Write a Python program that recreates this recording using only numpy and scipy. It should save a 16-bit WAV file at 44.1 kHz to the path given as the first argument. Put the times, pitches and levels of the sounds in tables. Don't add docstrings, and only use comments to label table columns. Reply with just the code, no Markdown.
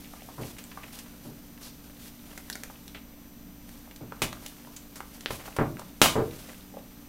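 import sys
import numpy as np
from scipy import signal
from scipy.fft import rfft, irfft, next_fast_len
from scipy.io import wavfile
from scipy.ndimage import uniform_filter1d

SR = 44100
rng = np.random.default_rng(int(sys.argv[2]) if len(sys.argv) > 2 else 0)


def log_audio(samples):
    frames = np.atleast_2d(samples).T
    limited = np.clip(frames, -1, 1)
    pcm = np.round(limited * 32767).astype(np.int16)
    wavfile.write(sys.argv[1], SR, pcm)


N = 312228
TIME = np.arange(N) / SR
AGE = TIME[:SR // 2]

# frequency_hz, density_db
AIR_SPECTRUM = [(18, -2.5), (28, 2.5), (42, -5.5), (90, -13.5), (150, -4.5), (270, -4.5), (340, -13.5),
                (600, -17), (1000, -21.5), (2000, -25), (5000, -28.5), (10000, -31), (15500, -29.5)]
# pitch_hz, level_db, waver_fraction
HUM_PARTIALS = [(58.6, -58.5, 0.25), (119, -64.5, 0.04), (185.8, -59.5, 0.5), (236.2, -57, 0.36),
                (289, -57, 0.02)]
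# pitch_hz, level_db
WHINE_TONES = [(6000, -70), (12000, -60.5)]
# frequency_hz, t60_s
ROOM_DECAY = [(100, 0.62), (450, 0.39), (1200, 0.22), (4000, 0.25), (14000, 0.16)]
# pitch_hz, width_hz, gain_db
ROOM_MODES = [(119, 4, -17), (391, 3.6, -9), (430, 4, -14), (530, 7.2, -16)]
# start_s, level_db, push_s, bright_hz, boom_hz, boom_db, landing_fraction
THUMPS = [(0.381, -41.5, 0.062, 1100, 65, -1, 0), (1.252, -49.5, 0.067, 890, 170, 1, 0),
          (4.007, -45, 0.029, 790, 110, 0, 0.1), (4.2197, -39.5, 0.035, 610, 61.6, -7, 0.5),
          (5.301, -40.5, 0.018, 400, 45, 0, 0.5), (5.587, -26.5, 0.039, 1600, 157, -5.5, 0.43),
          (6.156, -29, 0.067, 1360, 453, 5.5, 0.3)]
# frequency_hz, density_db
THUMP_SPECTRUM = [(35, -2), (70, -9.5), (120, 4.5), (190, -1), (280, 3), (550, -1.5), (1000, -2.5),
                  (1500, -4), (3000, -9.5), (8000, -14)]
# start_s, level_db, pitch_hz, width_octaves, t60_s
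SMACKS = [(0.1365, -48, 850, 1.1, 0.02), (0.22, -51.5, 600, 0.66, 0.0088), (0.287, -47, 770, 0.94, 0.091),
          (0.715, -49, 1440, 2.2, 0.063), (0.774, -41.5, 1010, 0.77, 0.015),
          (0.833, -48.5, 2190, 0.7, 0.047), (1.576, -57, 1900, 1.7, 0.017), (2.698, -48.5, 656, 1.9, 0.031),
          (3.876, -54.5, 600, 1.2, 0.01), (4.122, -40.5, 850, 1.5, 0.008), (4.671, -51, 780, 0.9, 0.024),
          (5.476, -43.5, 650, 1.9, 0.044), (5.817, -46.5, 640, 1.2, 0.026),
          (6.739, -48.5, 576, 0.64, 0.032), (6.769, -41.5, 630, 0.75, 0.024)]
# time_s, swish_db
STIR_LEVELS = [(0, -55.5), (0.65, -57.5), (1.1, -60), (1.5, -62.5), (2.2, -60.5), (2.55, -56.5),
               (2.85, -60.5), (3.05, -67), (3.58, -68), (3.72, -57), (4.05, -68), (4.4, -56.5), (4.9, -61),
               (5.45, -54.5), (5.95, -61), (6.42, -51), (6.75, -62.5), (7.08, -63)]
# start_s, length_s, swish_db, crinkle_db
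STROKES = [(0.403, 0.11, -52, -66), (0.763, 0.12, -62, -56), (0.917, 0.09, -51, -57.5),
           (1.048, 0.043, -68, -55), (1.215, 0.06, -57, -65), (1.607, 0.071, -49.5, -54.5),
           (1.831, 0.04, -59, -57), (1.988, 0.092, -52, -60.5), (2.248, 0.15, -59, -59.5),
           (4.0, 0.22, -70, -61.5), (4.308, 0.05, -64, -55), (4.414, 0.086, -53.5, -58),
           (5.13, 0.024, -50.5, -55), (5.298, 0.062, -44.5, -50), (5.38, 0.047, -65, -51),
           (5.449, 0.025, -52, -47), (5.775, 0.04, -59, -55), (6.477, 0.032, -69, -51.5)]
# frequency_hz, density_db
CRINKLE_SPECTRUM = [(200, -12), (500, 5), (1200, 0.5), (2800, -3.5), (4500, -14), (9000, -15), (16000, -35)]
# frequency_hz, density_db
SWISH_SPECTRUM = [(1000, -13), (3000, -2.5), (5300, -2.5), (8000, -4.5), (12000, -2.5), (16000, -10.5)]
# start_s, ring_db, pitch_hz, width_octaves, crackle_db, t60_s
SNAPS = [(0.434, -50.5, 2680, 0.94, -61, 0.01), (0.584, -48.5, 1870, 1.7, -46, 0.083),
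         (0.64, -56, 7500, 0.4, -54, 0.011), (0.989, -69, 2500, 1.3, -45.5, 0.04),
         (1.628, -52, 4900, 0.83, -56, 0.41), (2.377, -46, 1800, 0.84, -46, 0.023),
         (2.5, -42, 1670, 0.49, -38, 0.009), (2.527, -44, 4500, 0.56, -46, 0.039),
         (2.555, -43.5, 1730, 0.74, -43.5, 0.012), (2.6354, -44.5, 1720, 1.3, -41.5, 0.014),
         (2.8797, -56, 4300, 0.92, -51.5, 0.0099), (2.9468, -43, 1830, 1.6, -57, 0.13),
         (3.692, -57, 1590, 1.7, -56.5, 0.014), (3.9116, -53, 1900, 1.6, -58, 0.018),
         (3.961, -67, 3840, 2.2, -53, 0.019), (4.3284, -44.5, 1310, 3.1, -49, 0.012),
         (4.462, -54, 3070, 0.69, -42.5, 0.018), (4.764, -50.5, 6700, 0.44, -46.5, 0.061),
         (4.957, -51.5, 1480, 1.5, -45, 0.13), (5.005, -44, 1170, 1.64, -52, 0.01),
         (5.2082, -51.5, 2660, 3.2, -56, 0.016), (5.26, -31, 1880, 1.7, -50, 0.0021),
         (5.3062, -40, 1100, 3.3, -48, 0.034), (5.565, -43.5, 1090, 3.2, -42, 0.027),
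         (5.77, -51, 1410, 0.67, -66, 0.0059), (5.795, -51.5, 845, 0.9, -47, 0.017)]
# start_s, crack_peak_db, flutter_db, flutter_t60_s, ring_db, ring_hz
SLAPS = [(4.219, -14.5, -26.5, 0.12, -32.5, 2700), (6.0164, 9, -16.5, 0.26, -36, 1720),
         (6.059, -7, -41, 0.027, -26, 616)]
# frequency_hz, density_db
FLUTTER_SPECTRUM = [(40, -3), (100, -1.5), (260, 3), (400, -11), (620, 1), (1100, -1.5), (1800, -5.5),
                    (2800, -0.5), (4200, -5), (8000, -8.5), (12500, -11), (15500, -15.5)]


def from_db(db):
    return 10 ** (np.asarray(db) / 20)


def unit_rms(x):
    return x / np.sqrt(np.mean(x ** 2) + 1e-20)


def unit_onset(x):
    return x / np.sqrt(np.mean(x[:SR // 50] ** 2))


def at_hz(points, hz):
    freqs, values = np.transpose(points)
    return np.interp(np.log(hz + 1e-3), np.log(freqs), values)


def butter(x, hz, kind, order=2):
    sections = signal.butter(order, np.clip(hz, 10, .45 * SR), kind, fs=SR, output="sos")
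    return signal.sosfilt(sections, x)


def resonate(x, hz, width_hz):
    r = np.exp(-np.pi * width_hz / SR)
    feedback = [1, -2 * r * np.cos(2 * np.pi * hz / SR), r * r]
    return signal.lfilter(np.array([1, 0, -1]) * (1 - r * r) / 2, feedback, x)


def coloured(x, spectrum):
    size = 2 * next_fast_len(len(x))
    gain = from_db(at_hz(spectrum, np.fft.rfftfreq(size, 1 / SR)))
    return unit_rms(irfft(rfft(x, size) * gain)[:len(x)])


def whiten(x, grain_hz):
    spectrum = rfft(x, 2 * len(x))
    power = uniform_filter1d(np.abs(spectrum) ** 2, max(round(grain_hz * 2 * len(x) / SR), 1))
    return irfft(spectrum / np.sqrt(np.abs(power) + 1e-20))[:len(x)]


def drift(per_s):
    knots = rng.standard_normal(int(N / SR * per_s) + 3)
    return unit_rms(np.interp(TIME * per_s, np.arange(len(knots)), knots))


def decay(t60):
    return from_db(-60 * AGE / max(t60, 1e-3))


def burst(envelope, grain_hz):
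    return whiten(rng.standard_normal(len(AGE)) * envelope, grain_hz)


def release_force(t60, click_s=0.0037):
    force = burst(decay(t60), grain_hz=476)
    force[0] += 2 * click_s / t60
    return force


def ringing(force, hz, octaves):
    return unit_onset(butter(force, [hz * 2 ** (-octaves / 2), hz * 2 ** (octaves / 2)], "band"))


def add(track, start_s, sound):
    start = max(round(start_s * SR), 0)
    track[start:start + len(sound)] += sound[:N - start]


def background(air_db=-51, waver_per_s=9):
    out = from_db(air_db) * coloured(rng.standard_normal(N), AIR_SPECTRUM)
    for hz, level_db, waver in HUM_PARTIALS:
        swell = 1 + waver * (drift(waver_per_s) + 1j * drift(waver_per_s))
        carrier = np.exp(2j * np.pi * (hz * TIME + rng.random()))
        out += from_db(level_db) * unit_rms(np.real(swell * carrier))
    for hz, level_db in WHINE_TONES:
        out += from_db(level_db) * unit_rms(np.sin(2 * np.pi * hz * TIME))
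    return out


def reverberation(x, first_echo_s=0.003, near_db=-6, near_t60=0.022):
    edges_hz = np.geomspace(40, 19000, num=10)
    tail = np.zeros(len(AGE))
    for low, high in zip(edges_hz, edges_hz[1:]):
        band = butter(rng.standard_normal(len(AGE)), [low, high], "band", order=3)
        tail += band * decay(at_hz(ROOM_DECAY, np.sqrt(low * high)))
    response = whiten(tail * (1 + from_db(near_db) * decay(near_t60)), grain_hz=40)
    return signal.fftconvolve(x, np.pad(response, (round(first_echo_s * SR), 0)))[:N]


def standing_waves(x):
    return sum(from_db(gain_db) * resonate(x, hz, width_hz) for hz, width_hz, gain_db in ROOM_MODES)


def thumps(release_t60=0.1, boom_width_hz=55, contact_t60=0.21, settled_ratio=0.41):
    out = np.zeros(N)
    for start_s, level_db, push_s, bright_hz, boom_hz, boom_db, landing in THUMPS:
        push = from_db(-60 * np.maximum(AGE - push_s, 0) / release_t60)
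        force = burst(push, grain_hz=50)
        force[0] += landing
        force = coloured(force, THUMP_SPECTRUM)
        force += from_db(boom_db) * resonate(force, boom_hz, boom_width_hz)
        bright = butter(force, bright_hz, "low", order=3)
        dull = butter(force, settled_ratio * bright_hz, "low")
        fresh = decay(contact_t60)
        thud = fresh * bright + np.sqrt(1 - fresh ** 2) * dull
        push_power = np.sum(thud ** 2) / (push_s * SR)
        add(out, start_s, from_db(level_db) * thud / np.sqrt(push_power))
    return out


def smacks():
    out = np.zeros(N)
    for start_s, level_db, hz, octaves, t60 in SMACKS:
        add(out, start_s, from_db(level_db) * ringing(release_force(t60), hz, octaves))
    return out


def stir_db(time_s):
    return np.interp(time_s, *np.transpose(STIR_LEVELS))


def ticks(per_s=5, low_hz=1300, high_hz=3800, against_stir_db=-1.5, spread_db=0.5):
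    out = np.zeros(N)
    for when, pitch, softness in rng.random((round(per_s * N / SR), 3)):
        start_s = when * N / SR
        hz = low_hz * (high_hz / low_hz) ** pitch
        level_db = stir_db(start_s) + against_stir_db + spread_db * (1 - 2 * softness)
        add(out, start_s, from_db(level_db) * ringing(release_force(t60=0.0097), hz, octaves=0.8))
    return out


def slips(per_s, spread_db, clump_db):
    sizes = from_db(spread_db * np.minimum(rng.exponential(1, N), 4))
    signs = rng.choice([-1, 1], N)
    slipping = rng.random(N) < per_s / SR
    return sizes * signs * slipping * from_db(clump_db * drift(per_s=120))


def rustle(stir_crinkle_db=-4.5, attack_s=0.012, release_t60=0.15):
    swish_power = from_db(stir_db(TIME)) ** 2
    crinkle_power = swish_power * from_db(stir_crinkle_db) ** 2
    for start_s, length_s, swish_db, crinkle_db in STROKES:
        rise = np.clip((TIME - start_s) / attack_s, 0, 1)
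        fall = from_db(-60 * np.clip(TIME - start_s - length_s, 0, 1) / release_t60)
        swish_power += (from_db(swish_db) * rise * fall) ** 2
        crinkle_power += (from_db(crinkle_db) * rise * fall) ** 2
    crinkle = coloured(slips(per_s=4000, spread_db=3, clump_db=3.5), CRINKLE_SPECTRUM)
    swish = coloured(slips(per_s=10000, spread_db=2.5, clump_db=1.3), SWISH_SPECTRUM)
    return crinkle * np.sqrt(crinkle_power) + swish * np.sqrt(swish_power)


def snaps(knock_hz=(300, 1300), crackle_hz=(2000, 9500)):
    out = np.zeros(N)
    for start_s, ring_db, hz, octaves, crackle_db, t60 in SNAPS:
        force = release_force(t60)
        ring = from_db(ring_db) * ringing(force, hz, octaves)
        knock_db = ring_db - 3.5 - 9 * np.log2(hz / 1690)
        knock = from_db(knock_db) * unit_onset(butter(force, knock_hz, "band"))
        crackle = from_db(crackle_db) * unit_onset(butter(force, crackle_hz, "band", order=1))
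        add(out, start_s, ring + knock + crackle)
    return out


def slaps(crack_t60=0.012, crack_hz=(220, 2600), jolt=1.0):
    out = np.zeros(N)
    for start_s, crack_db, flutter_db, t60, ring_db, ring_hz in SLAPS:
        force = burst(decay(crack_t60), grain_hz=990)
        force[0] -= jolt
        crack = butter(force, crack_hz, "band", order=1)
        ring = resonate(burst(decay(t60 / 2), grain_hz=300), ring_hz, width_hz=450)
        flutter = coloured(burst(decay(t60), grain_hz=60), FLUTTER_SPECTRUM)
        add(out, start_s, from_db(crack_db) * crack / np.abs(crack).max())
        add(out, start_s, from_db(ring_db) * unit_onset(ring))
        add(out, start_s, from_db(flutter_db) * unit_onset(flutter))
    return out


def scene():
    clicks = snaps() + smacks() + ticks()
    slap, thump, film = slaps(), thumps(), rustle()
    direct = from_db(-0.5) * clicks + slap + from_db(4) * thump + from_db(1) * film
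    to_walls = from_db(-6) * clicks + from_db(-7) * slap + from_db(0.5) * thump + from_db(-14.5) * film
    mono = direct + reverberation(to_walls) + standing_waves(thump) + background()
    return np.array([mono, mono])


def record(dry, full_scale=0.95, cutoff_hz=15800):
    low_pass = signal.ellip(12, .1, 80, cutoff_hz, fs=SR, output="sos")
    return signal.sosfilt(low_pass, np.clip(dry, -full_scale, full_scale))


dry = scene()
out = record(dry)
log_audio(out)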